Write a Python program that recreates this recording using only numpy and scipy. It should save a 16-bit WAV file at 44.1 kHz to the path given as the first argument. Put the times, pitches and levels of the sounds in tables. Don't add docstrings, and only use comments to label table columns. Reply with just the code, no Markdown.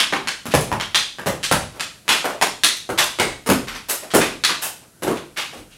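import sys
import numpy as np
from scipy import signal
from scipy.fft import rfft, irfft
from scipy.io import wavfile
from scipy.ndimage import uniform_filter1d

SR = 44100
rng = np.random.default_rng(int(sys.argv[2]) if len(sys.argv) > 2 else 0)


def invert_db(level):
    return 10 ** (np.asarray(level, dtype=float) / 20)


def generate_wav(signal):
    frames = np.transpose(np.atleast_2d(signal))
    scaled = np.clip(frames, -1, 1) * 32767
    pcm = np.round(scaled).astype(np.int16)
    wavfile.write(sys.argv[1], SR, pcm)


N = 254744
RING = 25000
HEAD = 1500
SIZE = 4096
WALL_S = .0103
SILENT_DB = -90
DRAG_MS, DRAG_PER_CONTACT = 1.3, 3.1

# frequency in Hz, density in dB per Hz.
AIR_SPECTRUM = [(18, -31), (30, -3), (120, 18), (852, 0), (1170, -5), (1330, 4.5), (2300, -7), (5890, -5.5),
                (10500, -1), (12900, -4), (15500, -25)]


def air():
    hz, db = np.transpose(AIR_SPECTRUM)
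    octave = np.log(np.fft.rfftfreq(N, 1 / SR) + 1)
    colour = invert_db(np.interp(octave, np.log(hz), db))
    hiss = irfft(rfft(rng.standard_normal(N)) * colour, N)
    steps = np.repeat(rng.standard_normal(N // 4000 + 1), 4000)
    swell = uniform_filter1d(steps, 4000)[:N]
    return hiss / np.std(hiss) * invert_db(-51.5 + 0.86 * swell)


# frequency in Hz, time to fall by 60 dB in seconds.
REVERBERATION = [(60, 0.78), (150, 0.48), (350, 0.44), (800, 0.36), (1800, 0.36), (4000, 0.44),
                 (8000, 0.41), (14000, 0.26)]


def tail(ms, drag_ms):
    t = np.arange(RING) / SR
    noise = rfft(rng.standard_normal(RING))
    octave = np.log(np.fft.rfftfreq(RING, 1 / SR) + 1)
    hz, t60 = np.transpose(REVERBERATION)
    age = t - drag_ms / 1000 * (1 - np.exp(-t * 1000 / drag_ms))
    ring = 0
    for share, seconds in zip(np.eye(len(hz)), t60):
        band = irfft(noise * np.interp(octave, np.log(hz), share), RING)
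        ring = ring + band * invert_db(-60 * age / seconds)
    clumps = np.repeat(rng.standard_normal(RING // 40), 40)
    clumping = invert_db(1.8 * clumps * np.exp(-t / 0.038))
    pushed = 1 - (1 + t * 2000 / ms) * np.exp(-t * 2000 / ms)
    build_up = 1 - np.exp(-t / 0.0028)
    return ring * clumping * np.sqrt(pushed) * build_up


def contacts(ms, grit_db, count):
    t = np.arange(1, SIZE // 2 + 1) / SR / (ms / 1000)
    bursts = invert_db(grit_db * rng.exponential(size=(count, len(t))))
    grit = bursts * rng.standard_normal((count, len(t)))
    push = t * np.exp(-t) * grit
    push = push / np.sqrt(np.sum(push ** 2, axis=1, keepdims=True))
    click = np.exp(-ms / 3.2)
    push = push * np.sqrt(1 - click)
    push[:, 0] -= np.sqrt(click)
    return push


def hall(ms, wall_db, drag_ms):
    heard = invert_db(-20) * tail(ms, drag_ms)
    chance = rng.random((24, 2))
    lags = .0015 + .06 * chance[:, 0]
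    paths_db = -6 - 120 * lags + 9.3 * (chance[:, 1] - .5)
    lags[:4] = [0, .002 + 0.0088 * chance[1, 0], WALL_S, WALL_S + 0.00069 + 0.0012 * chance[3, 0]]
    paths_db[:4] = [3.5, -4.5, -5.8, -1.5]
    wall = int(WALL_S * SR)
    heard[:wall] *= invert_db(-wall_db - 1.0)
    paths_db = paths_db - wall_db * (lags < WALL_S)
    pushes = contacts(ms, 1.93, count=24)
    for lag, db, push in zip((lags * SR).astype(int), paths_db, pushes):
        heard[lag:lag + len(push)] += invert_db(db) * push
    above_4070_hz = signal.butter(1, 4070, "high", fs=SR, output="sos")
    treble = signal.sosfilt(above_4070_hz, heard[:2 * wall])
    shade = glint = invert_db(-3.5)
    heard[:wall] -= (1 - shade) * treble[:wall]
    heard[wall:wall + 80] += glint * treble[wall:wall + 80]
    return heard / np.sqrt(np.mean(heard[:HEAD] ** 2))


def resonance(hz, q):
    f = np.fft.rfftfreq(SIZE, 1 / SR) + 1
    return 1 / (1 + (q * (f / hz - hz / f)) ** 2) ** 2


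def layer(hz, q, db):
    power = resonance(hz, q)
    return power / power.mean() * invert_db(db) ** 2


def grain():
    octaves = np.log2(np.fft.rfftfreq(SIZE, 1 / SR) + 1)
    steps = np.arange(0, 15, 1 / 16)
    rough_db = 1.9 * np.interp(octaves, steps, rng.standard_normal(len(steps)))
    return invert_db(rough_db) ** 2


def minimum_phase(power):
    cepstrum = irfft(np.log(power) / 2)
    cepstrum[1:SIZE // 2] *= 2
    cepstrum[SIZE // 2 + 1:] = 0
    return irfft(np.exp(rfft(cepstrum)))


def cane(low_hz, low_db, middle_hz, middle_db, drag_ms):
    top_hz = 9980 * 2 ** (0.36 * (rng.random() - .5))
    return low_hz, low_db, middle_hz, middle_db, top_hz, drag_ms


# time in seconds, extra shade in dB.
TURNING = [(0, -1.5), (1.5, -1.5), (1.9, 2.5), (2.4, 1), (2.65, -4.5), (3.2, 1), (3.5, -1.5), (4.2, -1),
           (5.1, 0.5)]
# start of the blow in seconds, frequency in Hz, level in dB.
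RINGING_NOTES = [(-0.008, 3160, 2.5), (0.125, 875, 2), (0.274, 1570, 4.5), (0.717, 940, 9.5),
                 (0.8, 3300, 4), (0.947, 3550, 4), (1.186, 1700, 9), (1.26, 604, 3), (1.43, 2960, 3),
                 (1.514, 1500, 2), (2.08, 2650, 2), (2.636, 3800, 4.5), (2.892, 1370, 8.5),
                 (2.977, 3700, 4.5), (3.188, 2120, 4), (3.463, 1150, 6), (3.49, 258, 3.5), (3.672, 1390, 4),
                 (4.022, 690, 3), (4.438, 3900, 5.5), (4.613, 2780, 5), (5.068, 377, 7.5), (5.101, 1030, 7),
                 (5.363, 3000, 1), (0.539, 590, 1.5), (2.244, 635, 4), (2.414, 960, 2), (3.886, 566, 3.5),
                 (5.7, 2690, 9)]


def blow(stick, armour, rattan):
    s, clack_db, clack_hz, snap_db, snap_hz, ms = stick
    thud_db, thud_hz, knock_db, knock_hz, boom_db, wall_db = armour
    low_hz, low_db, middle_hz, middle_db, top_hz, drag_ms = rattan
    power = layer(clack_hz, 0.58, clack_db)
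    power += layer(snap_hz, 0.52, clack_db + snap_db)
    power += layer(thud_hz, 0.59, thud_db)
    power += layer(knock_hz, 0.6, thud_db + knock_db)
    power += layer(39, 1.8, thud_db + boom_db - 8)
    notes = [(hz, db) for at, hz, db in RINGING_NOTES if abs(at - s) < .008]
    modes = [(low_hz, low_db), (middle_hz, middle_db), (top_hz, 4.0), *notes]
    for hz, db in modes:
        power *= invert_db(np.clip(db, 0, 7) * resonance(hz, 3.2)) ** 2
    shade_db = wall_db + np.interp(s, *np.transpose(TURNING))
    heard = hall(max(ms, .05), shade_db, max(drag_ms, .1))
    return signal.fftconvolve(heard, minimum_phase(power * grain()))[:RING]


# start in seconds, boom level in dB.
STAMPS_ON_FLOOR = [
    (0.659, -39),
    (1.43, -38),
    (1.52, -38),
    (3.6, -36),
    (4.14, -47),
    (3.489, -25),
    (5.023, -38),
    (5.55, -44),
]


def stamp(s, boom_db):
    return ((s, SILENT_DB, 2000, 0, 8000, 3.0),
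            (SILENT_DB, 200, 0, 600, boom_db - SILENT_DB, 0),
            cane(600, 0, 2000, 0, DRAG_MS))


# time in seconds at which the tick is heard off the
# wall (struck 10 ms earlier), level in dB.
TICKS_OFF_WALL = [
    (0.599, -23.5),
    (2.7567, -32.5),
    (3.0304, -20.5),
    (3.6826, -54),
    (3.7556, -40),
]


def tick(s, db):
    return ((s - WALL_S, db - 21, 4500, 12, 9500, 0.1),
            (SILENT_DB, 200, 0, 600, 0, 25),
            cane(600, 0, 2000, 0, 0.1))


# start in seconds, level in dB, scuff frequency in Hz, contact in ms.
FOOT_SHUFFLES = [(0.658, -33.5, 400, 11), (1.602, -43, 130, 4.5), (1.729, -41, 590, 100),
                 (2.045, -46, 400, 44), (2.29, -28.5, 990, 4.7), (2.896, -31, 150, 2.2),
                 (3.193, -26, 152, 3.6), (4.022, -32.5, 630, 12), (4.819, -47, 550, 1.4),
                 (5.524, -35, 575, 13), (5.125, -44, 170, 8.2), (5.568, -35.5, 300, 10)]


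def shuffle(s, db, hz, ms):
    return ((s, db - 12.5, 2000, -3, 8300, ms),
            (db - 10.5, 0.58 * hz, 3.0, hz, -15, 0.6),
            cane(hz, 1.6, 2800, 1.6, DRAG_MS))


# start in seconds, hiss level in dB, cane in dB over the hiss,
# contact in ms.
CLOTH_SWIPES = [
    (3.886, -19.5, -12, 11.7),
    (4.1374, -22, -31, 12),
    (4.613, -25, -10, 19),
]


def swipe(s, hiss_db, cane_db, ms):
    return ((s, hiss_db + cane_db, 2450, -cane_db, 11500, ms),
            (hiss_db + cane_db - 11.5, 400, 13.5, 950, -15, 1.5),
            cane(500, 2.4, 2600, 2.2, DRAG_MS + 1.5 * ms))


# start in seconds, thud level in dB, thud frequency in Hz,
# cloth in dB over the thud, contact in ms.
JACKET_THUMPS = [
    (0.456, -33, 184, -1.5, 0.39),
    (2.2439, -20.5, 590, -11, 1.5),
    (2.8918, -26, 400, -10.5, 1.3),
    (3.4623, -29.5, 410, 1, 4.2),
    (3.4901, -15, 240, -5, 1.8),
    (4.1378, -12.5, 332, -7, 4.6),
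    (5.023, -25, 308, -7, 3.9),
    (5.068, -22, 320, -13, 3.6),
    (5.103, -28, 423, -12, 1.5),
]


def thump(s, thud_db, thud_hz, cloth_db, ms):
    knock_over_thud_db = -6 - 7.3 * np.log2(thud_hz / 280)
    return ((s, thud_db + cloth_db - 3.0, 1850, 1.5, 8900, ms),
            (thud_db, thud_hz, knock_over_thud_db, 800, -22, 2.5),
            cane(1.104 * thud_hz, 1.8, 1500, 2.3, DRAG_MS + 60 * invert_db(thud_db)))


# start in seconds, knock level in dB, knock frequency in Hz,
# cloth in dB over the knock, contact in ms.
CHEST_KNOCKS = [
    (0.5391, -13.5, 530, -7.5, 0.44),
    (0.717, -22.5, 760, -14.5, 0.47),
    (1.26, -21, 547, -6.5, 6.7),
    (1.5134, -16, 720, -3.5, 1.2),
]


def knock(s, knock_db, knock_hz, cloth_db, ms):
    return ((s, knock_db + cloth_db, 1850, -1.5, 8400, ms),
            (knock_db - 5, 140, 4.0, knock_hz, -24, 0.6),
            cane(1.06 * knock_hz, 2.0, 2.07 * knock_hz, 0.91, DRAG_MS + 1.3 * ms))


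# start in seconds, knock level in dB, knock frequency in Hz,
# contact in ms, drag over the cloth in ms.
PAD_SLAPS = [
    (2.0803, -17.5, 1300, 0.24, 47),
    (2.4135, -18.5, 870, 1.1, 4),
    (2.6358, -16, 2130, 0.5, 13.5),
    (2.977, -18, 1300, 9.1, 21),
    (3.188, -20.5, 664, 1.4, 35),
]


def slap(s, knock_db, knock_hz, ms, drag_ms):
    octaves = np.log2(knock_hz / 1000)
    clack_hz = 2400 * (knock_hz / 1000) ** 0.78
    under_db = 11 + 6.7 * octaves
    return ((s, knock_db, clack_hz, -3 - 0.12 * drag_ms - 2.4 * octaves, 6500, ms),
            (knock_db - under_db, 330, under_db, knock_hz, -14, 1.0 + 0.087 * drag_ms),
            cane(0.87 * knock_hz, 1.5, 0.95 * clack_hz, 1.2, drag_ms))


# start in seconds, clack level in dB, clack frequency in Hz,
# knock of the cane in dB over the clack, contact in ms.
STICK_CLACKS = [(-0.008, -18, 2870, -3, 0.89), (0.1254, -31.5, 2060, 11, 2.7),
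                (0.2737, -23.5, 2480, -7, 0.59), (0.509, -30.5, 2330, -14, 4.8),
                (0.7998, -29, 2650, 2.5, 0.55), (0.9465, -15.5, 2860, -7, 0.079),
                (1.1855, -38.5, 1520, 2, 0.24), (1.43, -23.5, 3260, -8, 4.9), (1.7972, -25, 2600, -6, 0.89),
                (3.673, -31, 1960, -10, 5.9), (3.741, -35, 2280, -2.5, 6.3), (4.105, -34, 2350, -17, 2.5),
                (4.205, -20.5, 1940, -5, 6.9), (4.438, -18, 3350, -3.5, 1.1), (4.491, -28, 2780, 5, 2.9),
                (5.161, -37.5, 1970, -5, 1.7), (5.363, -25, 2180, -9, 12.4), (5.44, -44, 2470, -25, 2.9),
                (5.699, -53.5, 2800, -18, 28)]


def clack(s, clack_db, clack_hz, knock_db, ms):
    octaves = np.log2(clack_hz / 2400)
    knock_hz = 0.51 * clack_hz
    under_db = 11 + 13.0 * octaves
    return ((s, clack_db, clack_hz, -18 - 17.0 * octaves, 7500, ms),
            (clack_db + knock_db - under_db, 270, under_db, knock_hz, -12, 1.5),
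            cane(1.02 * knock_hz, 0.83, 1.184 * clack_hz, 1.67, DRAG_MS + DRAG_PER_CONTACT * ms))


def scene():
    out = np.zeros(HEAD + N + RING)
    kinds = ((stamp, STAMPS_ON_FLOOR), (tick, TICKS_OFF_WALL), (shuffle, FOOT_SHUFFLES),
             (swipe, CLOTH_SWIPES), (thump, JACKET_THUMPS), (knock, CHEST_KNOCKS),
             (slap, PAD_SLAPS), (clack, STICK_CLACKS))
    for kind, rows in kinds:
        for row in rows:
            start = HEAD + int(row[0] * SR)
            out[start:start + RING] += blow(*kind(*row))
    return (out[HEAD:HEAD + N] + air())[None]


def band_limit(x):
    return signal.sosfilt(signal.butter(12, 16520, fs=SR, output="sos"), x)


def record(dry):
    band = signal.butter(2, [34, 13000], "band", fs=SR, output="sos")
    mic = signal.sosfilt(band, dry)
    mic = mic + invert_db(-64) * rng.standard_normal(mic.shape)
    rounded = mic / (1 + (mic / 1.05) ** 4) ** .25
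    top = signal.ellip(10, .3, 55, 15850, fs=SR, output="sos")
    return band_limit(signal.sosfilt(top, rounded))


dry = scene()
out = record(dry)
generate_wav(out)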